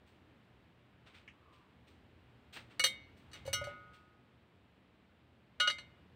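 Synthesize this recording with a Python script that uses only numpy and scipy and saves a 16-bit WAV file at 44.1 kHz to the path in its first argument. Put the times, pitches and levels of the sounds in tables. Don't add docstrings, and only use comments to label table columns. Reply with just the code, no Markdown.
import sys
import numpy as np
from scipy import signal
from scipy.fft import rfft, irfft
from scipy.io import wavfile
from scipy.ndimage import uniform_filter1d

SR = 44100
rng = np.random.default_rng(int(sys.argv[2]) if len(sys.argv) > 2 else 0)


def transcribe(u):
    v = np.clip(np.atleast_2d(u).T, -1, 1)
    q = np.round(v * 32767).astype(np.int16)
    wavfile.write(sys.argv[1], SR, q)


N = 271215
TIME = np.arange(N) / SR

# frequency_hz, relative_level_db (per Hz)
HISS_SPECTRUM = [(170, 4), (240, 3.5), (400, -2), (830, -6.5), (1450, -9), (2900, -12), (3850, -18),
                 (6280, -35), (8030, -33), (10100, -40), (15500, -38.5)]
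RUMBLE_SPECTRUM = [(44, -17.5), (50, -8), (65, -2.5), (84, 3.5), (102, -6.5), (120, 3), (150, -10.5),
                   (260, -12), (400, -17.5)]
# time_s, level_db
RUMBLE_LEVEL = [(0.0, -68), (0.29, -66), (0.79, -69), (2.53, -66), (2.72, -63), (3.2, -64), (3.56, -57),
                (4.11, -70), (5.45, -71), (5.81, -65), (6.15, -67)]
HISS_DB = -67

# start_s, level_db, brightness_db_per_octave
RUSTLES = [(.06, -71, 1), (1.056, -59.5, -4), (1.135, -58, -3.5), (1.52, -68.5, -1.5), (1.865, -68, 0),
           (2.524, -51.5, 1.5), (2.551, -47.7, -4), (2.695, -63.5, -3), (2.89, -61, -8), (3.161, -71, 2.5),
           (3.339, -55, -3), (3.677, -57, -6), (3.925, -65.5, -.5)]
# frequency_hz, relative_level_db (per Hz)
RUSTLE_SPECTRUM = [(200, -12.5), (700, -9), (1500, -2.5), (2500, 3), (3800, 0), (5200, -9.5), (7000, -16),
                   (8500, -9.5), (10500, -33.5), (15000, -18.5)]
TAP_SPECTRUM = [(800, -19), (1400, -9), (1800, -0.5), (2400, 4), (3000, 1.5), (3800, -29), (6000, -21)]
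RUSTLE_RISE_S, RUSTLE_T60_S, RUSTLE_SHORTER_S_PER_DB = .017, .31, .007
TAP_S, TAP_DB, TAP_RISE_S, TAP_T60_S = 1.2765, -51.5, .002, 0.15

WHIRR_S, WHIRR_LENGTH_S, WHIRR_DB = 1.32, .42, -69.5
WHIRR_HZ, WHIRR_SAG_HZ_PER_S = 1240, 560

# start_s, level_db, rim_place (0 mid-face, 1 corner),
# spoon_part (0 bowl, 1 neck), hardness_db_per_octave (treble tilt)
CLINKS = [(2.795, -29, 1, .25, 1), (2.839, -22.7, .02, .15, 3.7), (2.8615, -35.5, .4, .15, 4.5),
          (3.3144, -66.5, .05, .5, -3), (3.332, -51, .12, .3, -.8), (3.452, -63, .15, .3, -1),
          (3.4627, -60.5, .2, 0, 7), (3.476, -54.5, 1, .2, 0), (3.53, -33.5, .15, 1, 5.3),
          (3.64, -52.5, .3, .2, .5), (5.5995, -27, .09, .2, -4.7), (5.6738, -27, .03, .4, -8.5),
          (5.699, -32, .05, .35, -6.5), (5.784, -46.5, .1, 0, -7)]
# start_s, end_s, pressure (relative)
RESTS = [(2.805, 2.99, 2.3), (2.99, 3.47, .4), (5.68, 6.15, 2.5)]
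# pitch_hz, level_db, t60_s, loss_db_per_s (extra, per unit of pressure)
OVAL_MODES = [(1254, -8.5, 1.25, 298.5), (1457.4, -8, 1.0, 417.5)]
FACE_MODES = [(2095, -11.5, 0.61, 27), (3183, -8.5, 0.26, 40), (3765, -9.5, 0.24, 80),
              (3862, -8, 0.18, 150), (4330, -4, 0.075, 75)]
CORNER_MODES = [(2226, -10, 0.63, 34), (4255, -16, .12, 60), (5800, -23.5, .09, 50), (9850, -33, 0.088, 60)]
BRIGHT_MODES = [(5450, -16, .17, 100), (5992, -5, .12, 180), (6150, -15, .13, 100), (10630, -18.5, .09, 60)]
SPOON_MODES = [(3700, -12, 0.45, 40), (4021, -5.5, .12, 40), (7510, -17.5, 0.18, 30)]
SHARED_MODES = [(2895, 1, 0.22, 160), (4325, -14, .16, 100), (6880, -25, 0.16, 110),
                (7970, -12.5, 0.11, 120), (8360, -26.5, 0.067, 80), (12250, -25, 0.095, 60),
                (12100, -29.5, .1, 60), (14200, -23.5, .08, 80), (14840, -28.5, .08, 80),
                (14950, -27.5, .08, 80)]
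OVAL_DB, OVAL_AT_NECK_DB, OVAL_PER_HARDNESS_DB = -3.5, 6, -.6
FACE_DB, CORNER_DB, NODE_DB = .4, 11.5, -22
BRIGHT_DB, BRIGHT_AT_NECK_DB, BRIGHT_AT_CORNER_DB = -1.5, 8, -6
SPOON_DB, SPOON_AT_NECK_DB = .7, -18
SHARED_DB, SHARED_AT_CORNER_DB = .3, -3

# frequency_hz, relative_level_db (per Hz)
CRACK_SPECTRUM = [(150, -16.5), (400, -12), (900, -8.5), (1800, 2), (2700, -4.5), (3450, -4.5), (3850, -6),
                  (4500, 2.5), (5100, -19.5), (6000, -6), (7000, -18), (8300, -8.5), (11500, -27),
                  (15000, -25)]
CRACK_DB, CRACK_PER_LIGHTER_DB, CRACK_PER_HARDNESS_DB = -3.0, .23, .4
FIRM_DB = -28
AIR_T60_S, AIR_DB = 0.12, -13

# start_s, level_db
DROPS = [(3.454, -41), (3.4765, -30), (3.53, -47), (3.6135, -33), (3.642, -41), (3.671, -33)]
TABLE_HZ = (89, 117)
EMPTY_HZ, FILLED_HZ = 526, 578
FILL_S = .09
THUD_DB = -44.5

ROOM_T60_S, ROOM_DB = 0.61, -24
CUTOFF_HZ = 15700


def from_db(db):
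    return 10 ** (np.asarray(db) / 20)


def rms_one(x):
    return x / np.sqrt(np.mean(x ** 2) + 1e-20)


def add(out, s, sound):
    at = int(round(s * SR))
    out[at:at + len(sound)] += sound[:N - at]


def noise(spectrum, size, tilt_db=0, tilt_from_hz=300):
    hz, db = np.transpose(spectrum)
    octave = np.log2(np.maximum(np.fft.rfftfreq(size, 1 / SR), 1))
    octaves_beyond = np.abs(octave - np.clip(octave, np.log2(hz[0]), np.log2(hz[-1])))
    shape_db = np.interp(octave, np.log2(hz), db) - 24 * octaves_beyond
    shape_db = shape_db + tilt_db * np.maximum(octave - np.log2(tilt_from_hz), 0)
    white = rng.standard_normal(size)
    return rms_one(irfft(rfft(white) * from_db(shape_db), size))


def decay(t, t60):
    return np.exp(-np.log(1000) * t / max(t60, 1e-3))


def ring(t, hz, t60, rise_s):
    return np.sin(2 * np.pi * hz * t) * decay(t, t60) * (1 - np.exp(-t / rise_s))


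def background(hiss_follow=0.5):
    rumble_db = np.interp(TIME, *np.transpose(RUMBLE_LEVEL))
    rumble = from_db(rumble_db) * noise(RUMBLE_SPECTRUM, size=N)
    hiss_db = HISS_DB + hiss_follow * (rumble_db - rumble_db.mean())
    hiss = from_db(hiss_db) * noise(HISS_SPECTRUM, size=N)
    return rumble + hiss


def handling(grain_db=1.5):
    out, t = np.zeros(N), TIME[:SR // 2]
    mean_db = np.mean([db for s, db, tilt in RUSTLES])
    for s, db, tilt in RUSTLES:
        smoothed = uniform_filter1d(rng.standard_normal(len(t)), size=100)
        grain = from_db(grain_db * rms_one(smoothed))
        t60 = RUSTLE_T60_S - RUSTLE_SHORTER_S_PER_DB * (db - mean_db)
        rise = np.minimum(t / RUSTLE_RISE_S, 1)
        envelope = rise * decay(np.maximum(t - RUSTLE_RISE_S, 0), t60)
        brushing = rms_one(grain * noise(RUSTLE_SPECTRUM, size=len(t), tilt_db=tilt))
        add(out, s, from_db(db) * envelope * brushing)
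    tap_envelope = np.minimum(t / TAP_RISE_S, 1) * decay(t, TAP_T60_S)
    add(out, TAP_S, from_db(TAP_DB) * tap_envelope * noise(TAP_SPECTRUM, size=len(t)))
    return out


def whirr():
    out, t = np.zeros(N), TIME[:int(WHIRR_LENGTH_S * SR)]
    flutter = noise([(10, 0), (110, -2)], size=N)[:len(t)]
    pitch_hz = WHIRR_HZ - WHIRR_SAG_HZ_PER_S * t
    tone = np.sin(2 * np.pi * np.cumsum(pitch_hz) / SR)
    swell = np.sin(np.pi * t / WHIRR_LENGTH_S)
    add(out, WHIRR_S, from_db(WHIRR_DB) * swell * rms_one(flutter * tone))
    return out


def mode_families():
    s, db, place, neck, hardness = np.transpose(CLINKS)
    angle = np.pi / 2 * place
    face_db = 20 * np.log10(np.hypot(np.cos(angle), from_db(NODE_DB)))
    corner_db = 20 * np.log10(np.hypot(np.sin(angle), from_db(NODE_DB)))
    return [(OVAL_MODES, db + OVAL_DB + OVAL_AT_NECK_DB * neck + OVAL_PER_HARDNESS_DB * hardness),
            (FACE_MODES, db + FACE_DB + face_db),
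            (CORNER_MODES, db + CORNER_DB + corner_db),
            (BRIGHT_MODES, db + BRIGHT_DB + BRIGHT_AT_NECK_DB * neck + BRIGHT_AT_CORNER_DB * place),
            (SPOON_MODES, db + SPOON_DB + SPOON_AT_NECK_DB * neck),
            (SHARED_MODES, db + SHARED_DB + SHARED_AT_CORNER_DB * place)]


def glass(scatter_db=2.8, rise_s=0.0036):
    starts = [int(round(row[0] * SR)) for row in CLINKS] + [N]
    pressure_now = sum(pressure * ((TIME >= begin) & (TIME < end)) for begin, end, pressure in RESTS)
    pressed = np.cumsum(pressure_now) / SR
    out = np.zeros(N)
    for modes, levels_db in mode_families():
        for hz, mode_db, t60, loss in modes:
            swing = 0j
            chance = rng.standard_normal((len(CLINKS), 2))
            for k, (s, *_, hardness) in enumerate(CLINKS):
                treble_db = hardness * max(np.log2(hz / 3500), 0)
                blow = from_db(levels_db[k] + mode_db + treble_db + scatter_db * chance[k, 0])
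                height = np.hypot(abs(swing), blow)
                turn = np.angle(swing) + chance[k, 1] * blow / height
                t = TIME[:min(starts[k + 1] - starts[k], SR)]
                pressed_since = pressed[starts[k]:][:len(t)] - pressed[starts[k]]
                fade = decay(t, t60) * from_db(-loss * pressed_since)
                onset = np.exp(-t / rise_s)
                amplitude = swing * onset + height * np.exp(1j * turn) * (1 - onset)
                wave = amplitude * fade * np.exp(2j * np.pi * hz * t)
                add(out, s, wave.imag)
                swing = wave[-1] * np.exp(2j * np.pi * hz / SR)
    return out


def air_hz(s):
    first_s = DROPS[0][0]
    return np.interp(s, [first_s, first_s + FILL_S], [EMPTY_HZ, FILLED_HZ])


def contacts(crack_t60=0.067, tail_t60=0.14, tail_db=-6, rise_s=.0006, brightening=.9,
             uneven_db=0.5, count=110):
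    out, t = np.zeros(N), TIME[:SR // 3]
    hz = np.linspace(3600, 15600, count) + rng.normal(0, 40, count)
    mode_db = np.interp(hz, *np.transpose(CRACK_SPECTRUM)) + uneven_db * rng.standard_normal(count)
    sines = np.sin(2 * np.pi * (hz[:, None] * t + rng.random((count, 1))))
    for s, db, *_, hardness in CLINKS:
        tilt_db = brightening * hardness
        burst = noise(CRACK_SPECTRUM, size=len(t), tilt_db=tilt_db, tilt_from_hz=3600)
        crack = burst * decay(t, crack_t60)
        heights = from_db(mode_db + tilt_db * np.log2(hz / hz[0])) * rng.standard_normal(count)
        shimmer = from_db(tail_db) * rms_one(heights @ sines) * decay(t, tail_t60)
        crack_db = db + CRACK_DB + CRACK_PER_LIGHTER_DB * (FIRM_DB - db) + CRACK_PER_HARDNESS_DB * hardness
        rise = 1 - np.exp(-t / rise_s)
        add(out, s - rise_s / 2, from_db(crack_db) * rise * (crack + shimmer))
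        add(out, s, from_db(db + AIR_DB) * ring(t, air_hz(s), AIR_T60_S, rise_s=.002))
    return out


def lime(air_t60=0.095, thud_t60=0.38, splat_db=-19, splat_t60=0.11):
    out, t = np.zeros(N), TIME[:SR // 2]
    for s, db in DROPS:
        pop = ring(t, air_hz(s), air_t60, rise_s=0.003)
        wet = noise([(300, -12), (750, 13), (1200, -0.5), (12000, -22)], size=len(t))
        splat = wet * decay(t, splat_t60)
        add(out, s, from_db(db) * (pop + from_db(splat_db) * splat))
        thud = np.mean([ring(t, hz, thud_t60, rise_s=0.0022) for hz in TABLE_HZ], axis=0)
        add(out, s, from_db(THUD_DB) * thud)
    return out


def kitchen(x, side_db=-10, side_hz=5000, treble_t60=.15):
    t = TIME[:SR // 2]
    dull = noise([(100, 13.5), (3000, -3), (6000, -11.5)], size=len(t)) * decay(t, ROOM_T60_S)
    bright = noise([(4000, -2.5), (15000, -4)], size=len(t)) * decay(t, treble_t60)
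    tail = dull + bright
    early = rng.standard_normal(len(t)) * decay(t, t60=0.018)
    mid = signal.fftconvolve(x, tail / np.linalg.norm(tail))[:N]
    side = signal.fftconvolve(x, early / np.linalg.norm(early))[:N]
    side = signal.sosfilt(signal.butter(6, side_hz, "high", fs=SR, output="sos"), side)
    opposite_ears = np.array([[1], [-1]])
    return x + from_db(ROOM_DB) * mid + from_db(side_db) * side * opposite_ears


def scene():
    mug_spoon_and_lime = glass() + contacts() + lime()
    return kitchen(mug_spoon_and_lime) + handling() + whirr() + background()


def record(dry):
    return signal.sosfilt(signal.ellip(10, .1, 80, CUTOFF_HZ, fs=SR, output="sos"), dry)


dry = scene()
out = record(dry)
transcribe(out)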